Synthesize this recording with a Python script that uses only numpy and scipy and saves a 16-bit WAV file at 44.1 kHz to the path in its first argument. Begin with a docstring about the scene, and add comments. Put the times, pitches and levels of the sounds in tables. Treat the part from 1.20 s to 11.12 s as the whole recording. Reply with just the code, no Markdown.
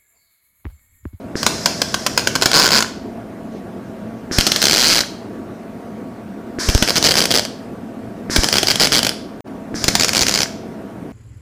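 """Sharp, crackling pops and buzzing runs: five short tack welds on a thin steel panel in a workshop,
a few metres from the microphone. The wire shorts and re-ignites in sparks that ring panel, nozzle cup and hall.
Each weld opens a gas valve with a click, shielding gas hisses in the nozzle, and the valve ticks shut.
Low thumps come as a stubbed wire blows off, soft rustles fall between welds, and the transformer rumbles
under load. The machine's fan hums behind it all; the sound drops out once, late on."""
import sys
import numpy as np
from scipy import signal
from scipy.fft import rfft, irfft, next_fast_len
from scipy.io import wavfile
from scipy.ndimage import uniform_filter1d, map_coordinates

SR = 44100
rng = np.random.default_rng(int(sys.argv[2]) if len(sys.argv) > 2 else 0)


def materialize(psi):
    """Save the field psi as 16-bit PCM at rate SR to the path in sys.argv[1].

    A 1-D psi becomes a single channel; in a 2-D psi each row is a channel.
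    """
    bounded = np.clip(np.atleast_2d(psi).T, -1, 1)
    quanta = np.round(bounded * 32767).astype(np.int16)
    wavfile.write(sys.argv[1], SR, quanta)


def makeup_ratio(level_db):
    """Linear amplitude ratio for a level in decibels (20 dB per factor of ten)."""
    decades = np.asarray(level_db, float) / 20
    return 10 ** decades


N = 437472  # samples

# the five welds: valve_opens_s, valve_shuts_s, opening_click_db, shutting_click_db (both added to
# the levels of the valve's own partials), load_hum_db (rms)
WELDS = [(0.155, 1.646, -9.5, -13.5, -33), (3.1124, 3.836, -11.5, -15, -34.5),
         (5.3868, 6.259, -12.5, -23, -32.5), (7.098, 7.916, -10.5, -20.5, -31.5),
         (8.543, 9.259, -14, -16.5, -32)]


def unit(x):
    """Scaled to rms 1."""
    return x / np.sqrt(np.mean(x ** 2) + 1e-20)


def along(points, hz):
    """(Hz, value) points read on a log frequency axis."""
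    f, v = np.transpose(points)
    return np.interp(np.log(hz + 1), np.log(f + 1), v)


def wobble(rate):
    """A smooth random curve, rate knots a second."""
    knots = rng.standard_normal(int(N * rate / SR) + 4)
    return map_coordinates(knots, [np.arange(N) * rate / SR])


def filtered(x, response):
    """x times a complex response of frequency."""
    m = next_fast_len(len(x) + SR // 2)
    return irfft(rfft(x, m) * response(np.fft.rfftfreq(m, 1 / SR)), m)[:len(x)]


def causal(db):
    """Minimum-phase impulse response for levels on a 4096-point frequency grid."""
    cepstrum = irfft(np.log(makeup_ratio(db)))
    cepstrum[1:2048] *= 2  # fold the second half onto the first
    cepstrum[2049:] = 0
    return irfft(np.exp(rfft(cepstrum)))[:1024]


def noise(spectrum, patchy_db):
    """Coloured noise of rms 1 whose gain varies in patches of time and frequency."""
    z = signal.stft(rng.standard_normal(N + 512), nperseg=512)[2]
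    field = uniform_filter1d(rng.standard_normal(z.shape), size=6, axis=0)
    field = uniform_filter1d(field, size=10, axis=1)
    x = signal.istft(z * makeup_ratio(patchy_db * unit(field)), nperseg=512)[1][:N]
    return unit(filtered(x, lambda hz: makeup_ratio(along(spectrum, hz))))


def while_welding(column, rise, fall):
    """A weld's value from valve open to shut, with soft edges of rise and fall seconds."""
    t = np.arange(N) / SR
    out = 0
    for (opens, shuts, *_), value in zip(WELDS, column):
        out = out + value * np.clip((t - opens) / rise, 0, 1) * np.clip((shuts - t) / fall, 0, 1)
    return out


def arc():
    """Each pop is one sharp spark and a short flurry of smaller ones in the panel's modes, then the cup's ring."""
    # lone pops while the arc stutters: start_s, level_db (before the shared lift), length_ms
    lone = [(.231, 0, 1.5), (.2644, 6.5, 3.2), (.4587, 5, 4), (.6177, 2, 4.6), (.7426, 0.5, 4.5),
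            (.7488, -10.5, 1.3), (.8643, -1.5, 6.8), (.9765, 6, 3), (.9941, -9.5, 2.9), (1.0727, 2.5, 3.5),
            (1.154, -2, 4.9), (1.1598, -0.5, 3), (1.214, -6, 1.4), (1.222, 1, 6.1), (1.2325, -1, 1.7),
            (1.258, 7, 4), (1.3155, -4, 3.9), (1.4764, -2, 3.1), (1.4888, -3, 3.3), (1.5062, -2.5, 4.1),
            (1.6058, -2.5, 3.4), (1.6247, -3.5, 3.9), (3.185, 4.5, 3.4), (3.204, -7, 1.4), (3.2092, 2, 2.9),
            (3.2668, 2.5, 2.7), (3.2729, -0.5, 3.5), (3.3182, 1, 4), (3.3613, 0, 3.2), (3.418, -1, 2.1),
            (5.4877, -3, 3.3), (5.4993, -4, 1.1), (5.549, -2, 2.7), (5.578, -8.5, 2.3), (5.625, 5.5, 2.2),
            (5.8269, 2.5, 1.6), (5.9407, -2, 1.4), (5.9548, 1, 2.1), (6.0041, -1.5, 3.5),
            (6.039, -5.5, 3.5), (6.055, -0.5, 3.2), (6.2515, -8, 1.5), (7.1613, 3.5, 4.3),
            (7.2347, -4, 2.1), (7.243, 1, 2.8), (7.287, -4, 3.2), (7.4307, -1.5, 3.4), (7.557, -2.5, 2.6),
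            (7.6717, -4.5, 2.9), (7.83, -2, 3.3), (7.8483, 0, 1.8), (7.8672, -2.5, 4.7), (7.8927, -3, 1.8),
            (8.6411, 1.5, 1.7), (8.6443, -2.5, 1.2), (8.6811, 1, 7.6), (8.7527, 6, 2.5), (8.883, -5.5, 3.7),
            (8.8923, -1, 1.8), (8.933, -5, 3.5), (8.9923, 0, 1.6), (9.0672, -1.5, 1.9), (9.0826, -2.5, 4.3),
            (9.094, -1.5, 3.1)]
    # panel modes, struck differently at each weld's spot: mode_hz, width_hz, then boost_db at welds 1 to 5
    modes = np.array([(392, 690, 3, 0, 4, 3.5, 0.5), (1057, 140, 10, -1, 1.5, -2, 2),
                      (1490, 230, 13.5, 5, 5.5, 7, 4), (2220, 380, 3, 3, 3, 5, 6),
                      (3156, 370, 4, 6.5, 6, 8, 1.5), (4200, 250, 4, 7, 1, 0.5, 1.5),
                      (5070, 490, 5, 1, 1.5, 2.5, 3.5), (6100, 210, 2, 3.5, 2.5, -0.5, 4),
                      (6940, 400, 3, 0, -4, -3.5, 3.5), (10750, 530, 2, 2, 2.5, 4.5, 1),
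                      (13700, 500, -6, 3, -2.5, 0.5, -4)])
    # colour of the arc under those modes: freq_hz, density_db (relative)
    colour = [(60, -30.5), (200, -2.5), (700, -3.5), (1200, -11), (2500, -7.5), (4800, -4.5), (6500, -5.5),
              (8500, -12), (12500, -18), (16000, -20)]
    lift_db = 4.0
    buzz = buzz_pops()
    s, db, ms = np.transpose(np.concatenate([lone, buzz]))[:, :, None]
    t = np.arange(1024) / SR

    chance, size = rng.random((len(s), len(t))), rng.standard_normal((len(s), len(t)))
    struck = chance < 5000 / SR  # about 5000 small sparks a second
    age = np.maximum(t * 1000 - .2, 0) / np.maximum(ms - .7, .1)
    flurry = struck * size * makeup_ratio(-4.0 - 5.3 * age ** 2.36)
    fizz = size * makeup_ratio(-23 - 60 * t / 0.054)
    full_flurry_ms = 2.1  # shorter pops are mostly the one spark
    first_spark = -(t == 0).astype(float)
    sparks = np.clip(ms / full_flurry_ms, 0, 1) * (flurry + fizz) + first_spark

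    hz = np.fft.rfftfreq(4096, 1 / SR)
    bumps = np.exp(-((hz - modes[:, :1]) / modes[:, 1:2]) ** 2)
    levels = along(colour, hz) + modes[:, 2:].T @ bumps
    rings = np.array([causal(level) for level in levels])
    weld = np.searchsorted(np.array(WELDS)[:, 0], s[:, 0]) - 1
    pops = signal.fftconvolve(sparks, rings[weld], axes=1)
    pops /= np.abs(pops).max(axis=1, keepdims=True)

    # the nozzle cup rings as the arc relights
    ring_hz, ring_t60_s, ring_delay_s = 4820, 0.0032, 0.0003025
    lone_ring_db, buzz_ring_db = -5.5, -1.0  # over the pop's peak
    late, detune, loud = rng.standard_normal((len(s), 3)).T[:, :, None]
    since = np.maximum(t - ring_delay_s * (1 + .12 * late), 0)
    ring_db = np.repeat([lone_ring_db, buzz_ring_db], [len(lone), len(buzz)])[:, None] + 1.5 * loud
    cup = makeup_ratio(ring_db - 60 * since / ring_t60_s)
    cup = cup * np.sin(2 * np.pi * ring_hz * (1 + 0.036 * detune) * since)

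    def placed(x):
        """Adds every row at its start time."""
        index = np.round(s * SR).astype(int) + np.arange(x.shape[1])
        return np.bincount(index.ravel(), x.ravel(), N)[:N]

    gain = makeup_ratio(db + lift_db)
    return placed(gain * pops), placed(gain * cup)


def buzz_pops():
    """Rows (start_s, level_db, length_ms) of evenly paced short-circuit pops, each after the wire's touch."""
    # steady runs, the wire shorting at an even pace: first_pop_s, last_pop_s, pop_count, level_db (before lift)
    runs = [(1.3326, 1.3416, 2, 0.5), (1.3473, 1.3675, 4, 1.5), (1.374, 1.3984, 4, 2),
            (1.4026, 1.4154, 3, -4), (1.4209, 1.4665, 7, -1), (1.5185, 1.5902, 11, -0.5),
            (3.4265, 3.4546, 3, 0.5), (3.469, 3.5105, 4, -2), (3.5223, 3.549, 4, 0),
            (3.561, 3.5803, 3, -2.5), (3.5881, 3.6437, 8, -2.5), (3.6513, 3.689, 7, -3),
            (3.695, 3.713, 4, -2), (3.7183, 3.738, 5, -3), (3.7474, 3.7906, 6, -2.5),
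            (3.8063, 3.8104, 2, -4.5), (5.677, 5.7054, 4, -2.5), (5.7573, 5.7817, 5, -1),
            (5.8414, 5.8741, 6, 1), (5.8875, 5.892, 2, -2), (5.909, 5.92, 3, -1), (5.9688, 5.9933, 5, -2),
            (6.017, 6.0235, 2, -1.5), (6.1068, 6.1224, 3, -2), (6.1403, 6.1632, 4, -2.5),
            (6.1747, 6.195, 3, -3.5), (7.3274, 7.3833, 5, -0.5), (7.4713, 7.484, 2, 0.5),
            (7.5028, 7.515, 3, 1.5), (7.599, 7.635, 6, 0.5), (7.645, 7.657, 3, -1.5),
            (7.7208, 7.7565, 6, -1), (7.765, 7.7912, 4, -1), (8.7976, 8.8462, 5, 0),
            (8.9495, 8.9791, 4, -0.5), (9.0094, 9.0324, 4, -2), (9.112, 9.124, 2, -7),
            (9.14, 9.1582, 3, -4), (9.1754, 9.232, 5, -4)]
    jitter, scatter_db = .05, 0.75  # timing spread as a share of the gap; level spread
    base_ms, ms_per_gap_ms = 0.73, .12  # a longer wait grows a bigger drop and a longer pop
    # the wire ticks on the pool just before a pop
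    touch_lead_s, touch_spread, touch_ms = .0021, .15, .75
    touch_db, fade_db_per_ms = 2.5, 1.28  # the slower the pace, the fainter the touch
    first_touch_db = -8.5  # a run's first pop strikes cold, with hardly a touch
    rows = []
    for first, last, count, db in runs:
        place = np.arange(round(count))
        gap = (last - first) / place[-1]
        chance = rng.standard_normal((len(place), 4))
        inner = (place > 0) * (place < place[-1])  # the ends of a run keep their times
        s = first + gap * (place + jitter * inner * chance[:, 0])
        length = base_ms + ms_per_gap_ms * gap * 1000 + 0 * s
        rows.append(np.transpose([s, db + scatter_db * chance[:, 1], length]))
        touch_s = s - touch_lead_s * np.exp(touch_spread * chance[:, 2])
        level = db + touch_db + first_touch_db * (place == 0)
        level = level - fade_db_per_ms * gap * 1000 + 1.6 * chance[:, 3]
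        rows.append(np.transpose([touch_s, level, touch_ms + 0 * s]))
    return np.concatenate(rows)


def gas():
    """The valve clicks open and shut; between, gas rushes through the nozzle's resonances."""
    # gas flow and arc fizz, one list a weld: time_s, level_db (rms)
    flow_points = [
        [(0.15, -29), (1.66, -39.5)],
        [(3.11, -23), (3.84, -26.5)],
        [(5.385, -22.5), (6.28, -33.5)],
        [(7.09, -21), (7.93, -34.5)],
        [(8.54, -30), (9.28, -26.5)],
    ]
    # nozzle colour: freq_hz, density_db (relative)
    nozzle = [(530, -48.5), (900, -12.5), (1100, -9.5), (1660, -4.5), (2730, -17.5), (3640, -13.5),
              (5280, 0), (7680, -13.5), (11800, -24), (15100, -34.5), (16000, -64.5)]
    # the valve's body and tick: pitch_hz, level_db (relative to the click level), t60_s
    valve = [(333, 4, 0.015), (1630, -1, 0.0061)]
    s, db = np.transpose(np.concatenate(flow_points))
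    flow = makeup_ratio(np.interp(np.arange(N) / SR, s, db))
    gate = while_welding(np.ones(len(WELDS)), rise=.013, fall=.02)
    out = gate * flow * noise(nozzle, patchy_db=.7)
    t = np.arange(SR // 20) / SR
    body, tick = (makeup_ratio(db - 60 * t / t60) * np.sin(2 * np.pi * hz * t) for hz, db, t60 in valve)
    for opens, shuts, open_db, shut_db, _ in WELDS:
        out[round(opens * SR):][:len(t)] += makeup_ratio(open_db) * (body + tick)
        out[round(shuts * SR):][:len(t)] += makeup_ratio(shut_db + 5) * tick  # the tick alone, 5 dB up
    return out


def thumps():
    """A stubbed wire blows off: a short drop of pressure, rounded off and let down by the microphone's low cut."""
    # start_s, level_db (before the filter), length_ms
    blow_offs = [(3.184, -2, 4.2), (5.487, -2.5, 6), (5.55, 0.5, 5.9), (5.624, 1, 1.2), (7.184, -3.5, 7),
                 (8.6447, -5.5, 1.1), (8.6825, -3, 1.3), (9.015, -6, 1)]
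    t = np.arange(N) / SR
    push = -sum(makeup_ratio(db) * ((t > s) & (t < s + ms / 1000)) for s, db, ms in blow_offs)
    cut_hz, round_hz = 14, 260
    return filtered(push, lambda f: (1j * f / (cut_hz + 1j * f)) ** 2 * round_hz / (round_hz + 1j * f))


def rustles():
    """Soft brushes of broad treble noise under bell-shaped swells."""
    # faint rustles between welds: centre_s, level_db (rms at the crest), length_s (crest to 1/e)
    brushes = [(2.35, -52.5, 0.055), (3.0, -61.5, .03), (8.278, -51.5, 0.00593)]
    t = np.arange(N) / SR
    swell = sum(makeup_ratio(db) * np.exp(-((t - s) / length) ** 2) for s, db, length in brushes)
    return swell * noise([(800, -30), (2000, -5), (6000, -5), (9000, -29.0)], patchy_db=3.0)


def transformer():
    """The transformer rumbles under load: low noise that lasts as long as each weld."""
    # rumble colour: freq_hz, density_db (relative)
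    colour = [(15, -43.5), (40, -6.5), (80, -0.5), (150, 1.5), (350, -6.5), (700, -5.5), (1200, -37.5)]
    load = while_welding(makeup_ratio(np.array(WELDS)[:, 4]), rise=.1, fall=0.047)
    return load * noise(colour, patchy_db=1.5)


def fan():
    """Air rush as coloured noise, with narrow hum lines unsteady in pitch and level."""
    # rush colour: freq_hz, density_db (relative)
    colour = [(12, -69), (20, -24), (86, -14.5), (113, -7), (146, -17.5), (163, -6.5), (222, -2.5),
              (499, -11.5), (558, -14), (678, -13.5), (976, -24), (1440, -25), (3530, -40.5),
              (14700, -50.5), (16000, -66.5)]
    # hum lines: pitch_hz, level_db (3 dB is added below), wander_hz
    lines = [(119.3, -50.5, 3), (178.6, -50, 6), (218.7, -39.5, 9.1), (263.6, -44.5, 6), (653, -47.5, 6.05),
             (690, -50, 5.2), (940, -56, 3), (1132, -56.5, 4)]
    out = makeup_ratio(-32 + 0.28 * wobble(4)) * noise(colour, patchy_db=1.52)
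    t = np.arange(N) / SR
    for hz, db, wander in lines:
        level = makeup_ratio(db + 3 + 2.9 * wobble(9))
        cycles = hz * t + np.cumsum(wander * wobble(15)) / SR
        out = out + level * np.sin(2 * np.pi * cycles)
    return out


def hall(x):
    """The workshop's tail, drawn anew for each slice of sound; each frequency dies at its own speed."""
    # decay of the room: freq_hz, t60_s
    decay = [(200, 0.64), (1300, 0.4), (4000, 0.52), (9000, 0.38), (15000, .3)]
    out, step = np.zeros(N + 2 * SR), SR // 8
    for start in range(0, N, step):
        part = x[start:start + step]
        hz, t, z = signal.stft(rng.standard_normal(SR * 3 // 4), SR, nperseg=256)
        if np.abs(part).max() > 1e-4:  # near-silent slices get no tail
            fade = makeup_ratio(-60 * t / along(decay, hz)[:, None])
            tail = signal.istft(z * fade, SR, nperseg=256)[1]
            wet = signal.fftconvolve(part, tail / np.linalg.norm(tail))
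            out[start + SR // 200:][:len(wet)] += wet  # 5 ms after the direct sound
    return out[:N]


def scene():
    """Torch sounds, direct and through the hall, with thumps and rustles over the transformer and fan."""
    sparks, cup = arc()
    hiss = gas()
    cup_to_walls = .4  # the cup beams its ring forward: share that reaches the walls
    wet = hall(makeup_ratio(-11.5) * (sparks + cup_to_walls * cup) + makeup_ratio(-12) * hiss)
    return (sparks + cup + hiss + wet + thumps() + rustles() + transformer() + fan())[None]


def roll_off(x):
    """The treble ends steeply here."""
    return signal.sosfilt(signal.butter(12, 16460, fs=SR, output="sos"), x)


def record(dry):
    """Soft clipping near full scale, one dropout with a faded return, and the band limit."""
    # the gap: silent_from_s, back_at_s, fade_in_s
    gap = (8.207, 8.241, 0.033)
    x = dry / (1 + np.abs(dry / .98) ** 4) ** (1 / 4)
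    off, on, fade = gap
    t = np.arange(N) / SR
    x = x * np.where(t < off, 1, np.clip((t - on) / fade, 0, 1))
    top_hz, edge_hz = 15400, 16400  # a weak band is left between the two, nothing above
    x = filtered(x[0], lambda hz: np.where(hz < top_hz, 1, makeup_ratio(-42.5) * (hz < edge_hz)))[None]
    return roll_off(x)


dry = scene()
out = record(dry)
materialize(out)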